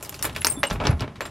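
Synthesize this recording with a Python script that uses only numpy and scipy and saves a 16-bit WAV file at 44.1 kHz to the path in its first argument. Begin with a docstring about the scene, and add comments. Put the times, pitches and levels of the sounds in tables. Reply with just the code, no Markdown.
"""A key is turned in a door lock, close to a phone, over the faint scrape of metal (ticks through resonances)
and the rumble of the door leaf (low resonant noise). Pins and bolt click (noise cracks with rattling tails),
loose keys knock together and ring (sine modes) until the next touch damps them, and the leaf thumps
(low damped sines). Then the handle is pressed, the latches scrape back and the door thumps free."""
import sys
import numpy as np
from scipy import signal
from scipy.fft import rfft, irfft
from scipy.io import wavfile

SR = 44100
rng = np.random.default_rng(int(sys.argv[2]) if len(sys.argv) > 2 else 0)


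def int16_out(signal):
    """Quantize to a 16-bit WAV file."""
    q = np.round(np.clip(np.atleast_2d(signal).T, -1, 1) * 32767)
    wavfile.write(sys.argv[1], SR, q.astype(np.int16))


N = 57330  # 1.3 s

# modes of each loose key, the latch, lock barrel and face plate, by name: (frequency [Hz], level [dB], t60 [s])
OBJECT_MODES = {"brass": [(8609, 0, .2), (8578, -10, .2)], "tip": [(15520, 0, .3)],
                "steel": [(10155, 0, .2), (9920, -3, .1)], "small": [(10880, 0, .7)],
                "thin": [(12460, 0, .1)], "barrel": [(915, 0, .15)], "long": [(7440, 0, .4)],
                "ring": [(3520, 0, .4)], "tag": [(9085, 0, .3)], "latch": [(2882, 0, .25)],
                "plate": [(440, -5, .12), (575, 0, .12), (735, -6, .1)]}
# resonances of the lock case: (frequency [Hz], width [Hz], level [dB])
LOCK_CASE = [(281, 116, 3.5), (417, 120, 3.5), (604, 192, 2.5), (852.4, 110, 2.5), (1042.4, 51, -2.5),
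             (1335, 280, -0.5), (2230, 920, -3)]


def amp(db):
    """Amplitude of a level in dB."""
    return 10 ** (np.asarray(db, float) / 20)


def unit(x):
    """Scale to an rms of 1."""
    return x / np.sqrt(np.mean(x ** 2))


def band(x, lo_hz, hi_hz):
    """Butterworth band-pass."""
    return signal.sosfilt(signal.butter(2, [lo_hz, hi_hz], "bandpass", fs=SR, output="sos"), x)


def peak(x, hz, width_hz):
    """One resonance that answers at once, unit energy for a click."""
    b, a = signal.iirpeak(hz, hz / width_hz, fs=SR)
    return signal.lfilter(b, a, x) * np.sqrt(SR / width_hz / np.pi)


def body(x, resonances, alternate=True):
    """Parallel resonances (Hz, width Hz, dB), by default with alternating signs."""
    total = 0
    for k, (hz, width_hz, db) in enumerate(resonances):
        sign = (-1) ** k if alternate else 1
        total = total + sign * amp(db) * peak(x, hz, width_hz)
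    return total / np.sqrt(len(resonances))


def colour(x, points):
    """Filter by (Hz, dB) points, interpolated over log frequency."""
    point_hz, db = np.array(points, float).T
    hz = np.fft.rfftfreq(len(x), 1 / SR) + 1  # +1 avoids log(0)
    gain = amp(np.interp(np.log(hz), np.log(point_hz), db))
    return irfft(rfft(x) * gain, len(x))


def fade(t, t60_s):
    """Exponential decay by 60 dB in t60_s."""
    return np.exp(-np.log(1000) * t / t60_s)


def rise(t, rise_s):
    """Exponential onset."""
    return 1 - np.exp(-t / rise_s)


def add(out, start_s, x):
    """Mix x into out at start_s."""
    i = int(start_s * SR)
    out[i:i + len(x)] += x[:N - i]


def curve(points, column):
    """Amplitude over time from a dB column, interpolated in dB."""
    rows = np.array(points)
    return amp(np.interp(np.arange(N) / SR, rows[:, 0], rows[:, column]))


def damped_mode(hz, t60_s, length_s, damp_s, rise_s, kept=0):
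    """A struck mode that a touch damps after length_s down to the share kept."""
    after_s = .5 if kept else 10 * damp_s
    t = np.arange(int((length_s + after_s) * SR)) / SR
    touch = kept + (1 - kept) * np.exp(-np.maximum(t - length_s, 0) / damp_s)
    return np.sin(2 * np.pi * hz * t) * fade(t, t60_s) * rise(t, rise_s) * touch


def scrape():
    """Sliding metal: dense uneven ticks through the lock case; they also shake the keys a little."""
    # key, bolt and latches: (time [s], level [dB], treble level [dB])
    scrape_levels = [(0, -45.5, -52), (.21, -48.5, -48), (.26, -45, -54), (.33, -46, -53),
                     (.40, -47.5, -51), (.525, -42, -49), (.56, -42.5, -58.5), (.62, -47.5, -59),
                     (.69, -50, -46.5), (.735, -38, -47), (.79, -44, -64), (.81, -27, -57), (.85, -25, -53),
                     (.92, -28.5, -52), (.94, -38, -75), (.99, -45.5, -58), (1.04, -29, -75),
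                     (1.07, -52.5, -86), (1.19, -52, -82), (1.27, -40.5, -70), (1.3, -50.5, -56)]
    # treble resonances: (frequency [Hz], width [Hz], level [dB])
    treble_body = [(2870, 380, 5), (5900, 8400, 2), (11840, 1700, -3)]
    ticks_per_s, tick_spread_db = 2700, 4.5
    jingle_db, jingle_width_hz = -9.5, 95
    ticks = (rng.random(N) < ticks_per_s / SR) * rng.standard_normal(N)
    ticks = unit(ticks * amp(tick_spread_db * np.minimum(rng.exponential(size=N), 2)))
    key_modes = [(hz, jingle_width_hz, db)
                 for modes in OBJECT_MODES.values() for hz, db, _ in modes if hz > 3000]
    jingle = body(ticks, key_modes)
    case = band(body(ticks, LOCK_CASE), 183, 4700)
    treble = band(body(ticks, treble_body) + amp(jingle_db) * jingle, 3240, 12800)
    return curve(scrape_levels, column=1) * case + curve(scrape_levels, column=2) * treble


def rumble():
    """The leaf rumbles under the hand: noise through its low resonances."""
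    # (time [s], level [dB])
    rumble_levels = [(0, -54.5), (.3, -38.5), (.45, -43.5), (.6, -37.5), (.69, -49), (.72, -33.5),
                     (.8, -30.5), (.87, -27), (.97, -33.5), (1.05, -33.5), (1.17, -44), (1.2, -51),
                     (1.3, -41)]
    # door leaf: (frequency [Hz], width [Hz], level [dB])
    leaf = [(60, 20, -0.5), (81.9, 3.3, 2), (109, 44, 5), (156.8, 25, 4), (223, 39, 2)]
    return curve(rumble_levels, column=1) * band(body(rng.standard_normal(N), leaf), 27.5, 230)


def air():
    """Steady background noise, falling towards the treble."""
    # spectrum: (frequency [Hz], level [dB])
    air_spectrum = [(100, 0.5), (1500, -19), (5000, -30), (12000, -41), (16000, -64)]
    level_db = -48
    return amp(level_db) * unit(colour(rng.standard_normal(N), air_spectrum))


def clicks():
    """A short pitched crack with a rattling tail; the same blow rings the lock case and makes the bunch shimmer."""
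    # lock, keys and handle: (time [s], level [dB], crack frequency [Hz], bass re level [dB],
    # treble re level [dB], tail re crack [dB])
    click_rows = [(0.0266, -28, 7400, -17, 2.5, -9.5), (0.0487, -31, 5700, -32, -9, -5.5),
                  (0.094, -23.5, 6740, -47, 3, -22.5), (0.1265, -31, 7000, -9.5, -17, -25),
                  (0.1429, -28.5, 5560, -26, -9, -5.5), (0.1926, -28.5, 6740, -20.5, -20, -9.5),
                  (0.2255, -17, 5440, -30, 2, -12), (0.244, -21.5, 1880, -13, -5, -6),
                  (0.2518, -24, 2180, -6.5, 3.5, -10.5), (0.2722, -27.5, 2480, -17, -26, -8),
                  (0.296, -24.5, 2700, -24, -31, -13.5), (0.3506, -30.5, 2750, -37, -21, -2.5),
                  (0.3627, -16.5, 2260, -21.5, -14.5, -9), (0.419, -16.5, 2590, -31, -11, -16.5),
                  (0.4466, -4.5, 5600, -23, -13, -15), (0.4688, -8.5, 6260, -20.5, -8.5, -15),
                  (0.52, -30.5, 12000, -22, -5, -6), (0.632, -7.5, 1700, -16.5, -15, -25),
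                  (0.6364, -11.5, 2100, -14.5, -30, -12.5), (0.639, -12, 2370, -14, -16.5, -17),
                  (0.7004, -31, 5600, -10.5, -25, -2), (0.7056, -24, 5800, -20, -27, -11),
                  (0.7105, -25.5, 3550, -5, -20, -8), (0.7277, -38.5, 2170, -19, 3, -7),
                  (0.7585, -38.5, 2860, 3.5, -20, -17), (0.801, -31, 2120, -1.5, -42, -8.5),
                  (0.8385, -26.5, 1300, -20, -34, -6), (0.8524, -31, 4150, -13.5, -44, 5.5),
                  (0.8697, -14.5, 5580, -12.5, -28, -10.5), (0.9953, -38, 3600, -31, -35, 4.5),
                  (1.007, -21.5, 5200, -13.5, -17.5, -11), (1.0207, -26, 2930, -5.5, -39, -14.5),
                  (1.078, -49, 1200, 11, -30, -16), (1.157, -38.5, 2170, -55, -45, 0),
                  (1.207, -21.5, 2440, -14, -16, -5.5), (1.2535, -32, 2060, -23, -17, 3)]
    crack_t60_s, tail_t60_s, case_t60_s, bunch_t60_s = 0.0053, 0.11, 0.16, 0.04
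    tone_db, strike_db, rise_s = 1.5, 12.5, 0.000092
    bunch_top_hz = 13300
    out, blows, t = np.zeros(N), np.zeros(N), np.arange(SR // 5) / SR
    crack, tail = fade(t, crack_t60_s), fade(t, tail_t60_s)
    # many small partials of the whole bunch
    partial_hz = rng.uniform(7065, bunch_top_hz, size=(50, 1))
    bunch = np.sin(2 * np.pi * partial_hz * t).sum(axis=0) * fade(t, bunch_t60_s)
    for start_s, db, hz, bass_db, treble_db, tail_db in click_rows:
        mid_noise, blow_noise, treble_noise = rng.standard_normal((3, len(t)))
        mid = unit(band(mid_noise, 730, 3740) + 0.82 * band(mid_noise, hz * 0.58, hz * 0.9))
        mid = mid * (crack + amp(tail_db) * tail) / 1.72
        tone = amp(tone_db) * np.cos(2 * np.pi * hz * t) * crack
        shimmer = unit(signal.fftconvolve(treble_noise, bunch)[:len(t)])
        treble = unit(band(treble_noise, 6800, bunch_top_hz)) * crack + shimmer * amp(tail_db) * tail
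        add(out, start_s, amp(db) * (mid + tone + amp(treble_db) * treble) * rise(t, rise_s))
        blow = blow_noise + amp(strike_db) * (t == 0)  # noise plus a one-sample strike
        blow_shape = fade(t, 3 * crack_t60_s) + amp(tail_db + 7.5) * fade(t, case_t60_s)
        add(blows, start_s, amp(db + bass_db) * blow * blow_shape)
    return out + band(body(blows, LOCK_CASE, alternate=False), 293, 3600)


def keys():
    """Each knock rings one object's modes until it is touched again; the level of each ring wobbles at random."""
    # (time [s], object, level [dB], length until damped [s])
    ring_rows = [(.2275, "tag", -35, .0165), (.407, "small", -30, .012), (.407, "steel", -38, .011),
                 (.447, "thin", -23, .017), (.447, "barrel", -27, .03), (.4475, "steel", -31, .042),
                 (.448, "small", -38, .175), (.464, "tip", -34, .026), (.468, "brass", -21, .013),
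                 (.497, "tip", -34, .032), (.498, "brass", -23.5, .014), (.519, "brass", -30, .01),
                 (.535, "long", -43, .033), (.564, "ring", -43.5, .043), (.59, "brass", -39.5, .028),
                 (.59, "thin", -46, .02), (.592, "steel", -39, .032), (.632, "plate", -27, .03),
                 (.64, "latch", -28.5, .047), (.642, "long", -46, .044), (.647, "thin", -44, .037),
                 (.667, "brass", -32, .013), (.904, "small", -40, .01), (1.207, "plate", -31, .015),
                 (1.221, "long", -48, .066), (1.262, "brass", -44.5, .0085)]
    damp_s, rise_s = 0.0015, 0.0008
    kept_db = -19  # a touch leaves a little of the ring
    wobble_db, wobble_top_hz = 3, 160
    out = np.zeros(N)
    for start_s, name, db, length_s in ring_rows:
        sound = sum(amp(db + mode_db) * damped_mode(hz, t60_s, length_s, damp_s, rise_s, amp(kept_db))
                    for hz, mode_db, t60_s in OBJECT_MODES[name])
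        wobble = unit(band(rng.standard_normal(SR), 22, wobble_top_hz))[-len(sound):]
        add(out, start_s, sound * amp(wobble_db * wobble))
    return out


def thumps():
    """The door leaf thumps when pushed or pulled: low modes, soon damped, signed by direction."""
    # (time [s], level [dB], frequency [Hz], t60 [s], length until damped [s], push 1 or pull -1)
    thump_rows = [(0.241, -32, 106, 0.23, 0.027, -1), (0.245, -42, 60, 2.1, 0.18, 1),
                  (0.573, -23.5, 279, 0.1, 0.026, -1), (.706, -26.5, 45, 0.87, 0.18, 1),
                  (.712, -19.5, 177, 0.093, 0.039, 1), (.8918, -7.5, 114, 1.5, .0122, 1),
                  (.9256, -17, 108, .4, .013, 1), (0.94, -17, 74.7, 0.21, 0.16, -1),
                  (1.0152, -16.5, 110, 0.061, 0.015, -1)]
    damp_s, rise_s = 0.0013, 0.00071
    out = np.zeros(N)
    for start_s, db, hz, t60_s, length_s, way in thump_rows:
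        thump = damped_mode(hz, t60_s, length_s, damp_s, rise_s)
        add(out, start_s, np.sign(way) * amp(db) * thump)
    return out


def reflect(x, t60_s):
    """Convolve with unit-energy decaying noise: dense reflections."""
    t = np.arange(SR // 5) / SR
    response = rng.standard_normal(len(t)) * fade(t, t60_s)
    return signal.fftconvolve(x, response / np.linalg.norm(response))[:N]


def stereo(mid):
    """The two microphones differ by short reflections, mostly treble, that shift as hand and keys move."""
    # (frequency [Hz], side re mid [dB])
    side_spectrum = [(150, -40), (300, -8), (2000, -15.5), (5000, -10.5), (10000, -3.5)]
    side_t60_s, shift_top_hz = 0.011, 30.4
    shift = unit(band(rng.standard_normal(N), 4.36, shift_top_hz))
    side = colour(reflect(mid, side_t60_s) * shift, side_spectrum)
    return np.array([mid + side, mid - side])


def scene():
    """Lock and keys with a short echo, plus door and air, in stereo."""
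    echo_db, echo_t60_s = -11, 0.074
    near = scrape() + clicks() + keys()
    near = near + amp(echo_db) * reflect(near, echo_t60_s)
    return stereo(near + rumble() + thumps() + air())


def record(dry):
    """Limit the band: no deepest bass, nothing above about 16 kHz."""
    bass_cut_hz, top_hz = 28, 15900
    dry = signal.sosfilt(signal.butter(2, bass_cut_hz, "highpass", fs=SR, output="sos"), dry)
    return signal.sosfilt(signal.ellip(10, .2, 80, top_hz, fs=SR, output="sos"), dry)


dry = scene()
out = record(dry)
int16_out(out)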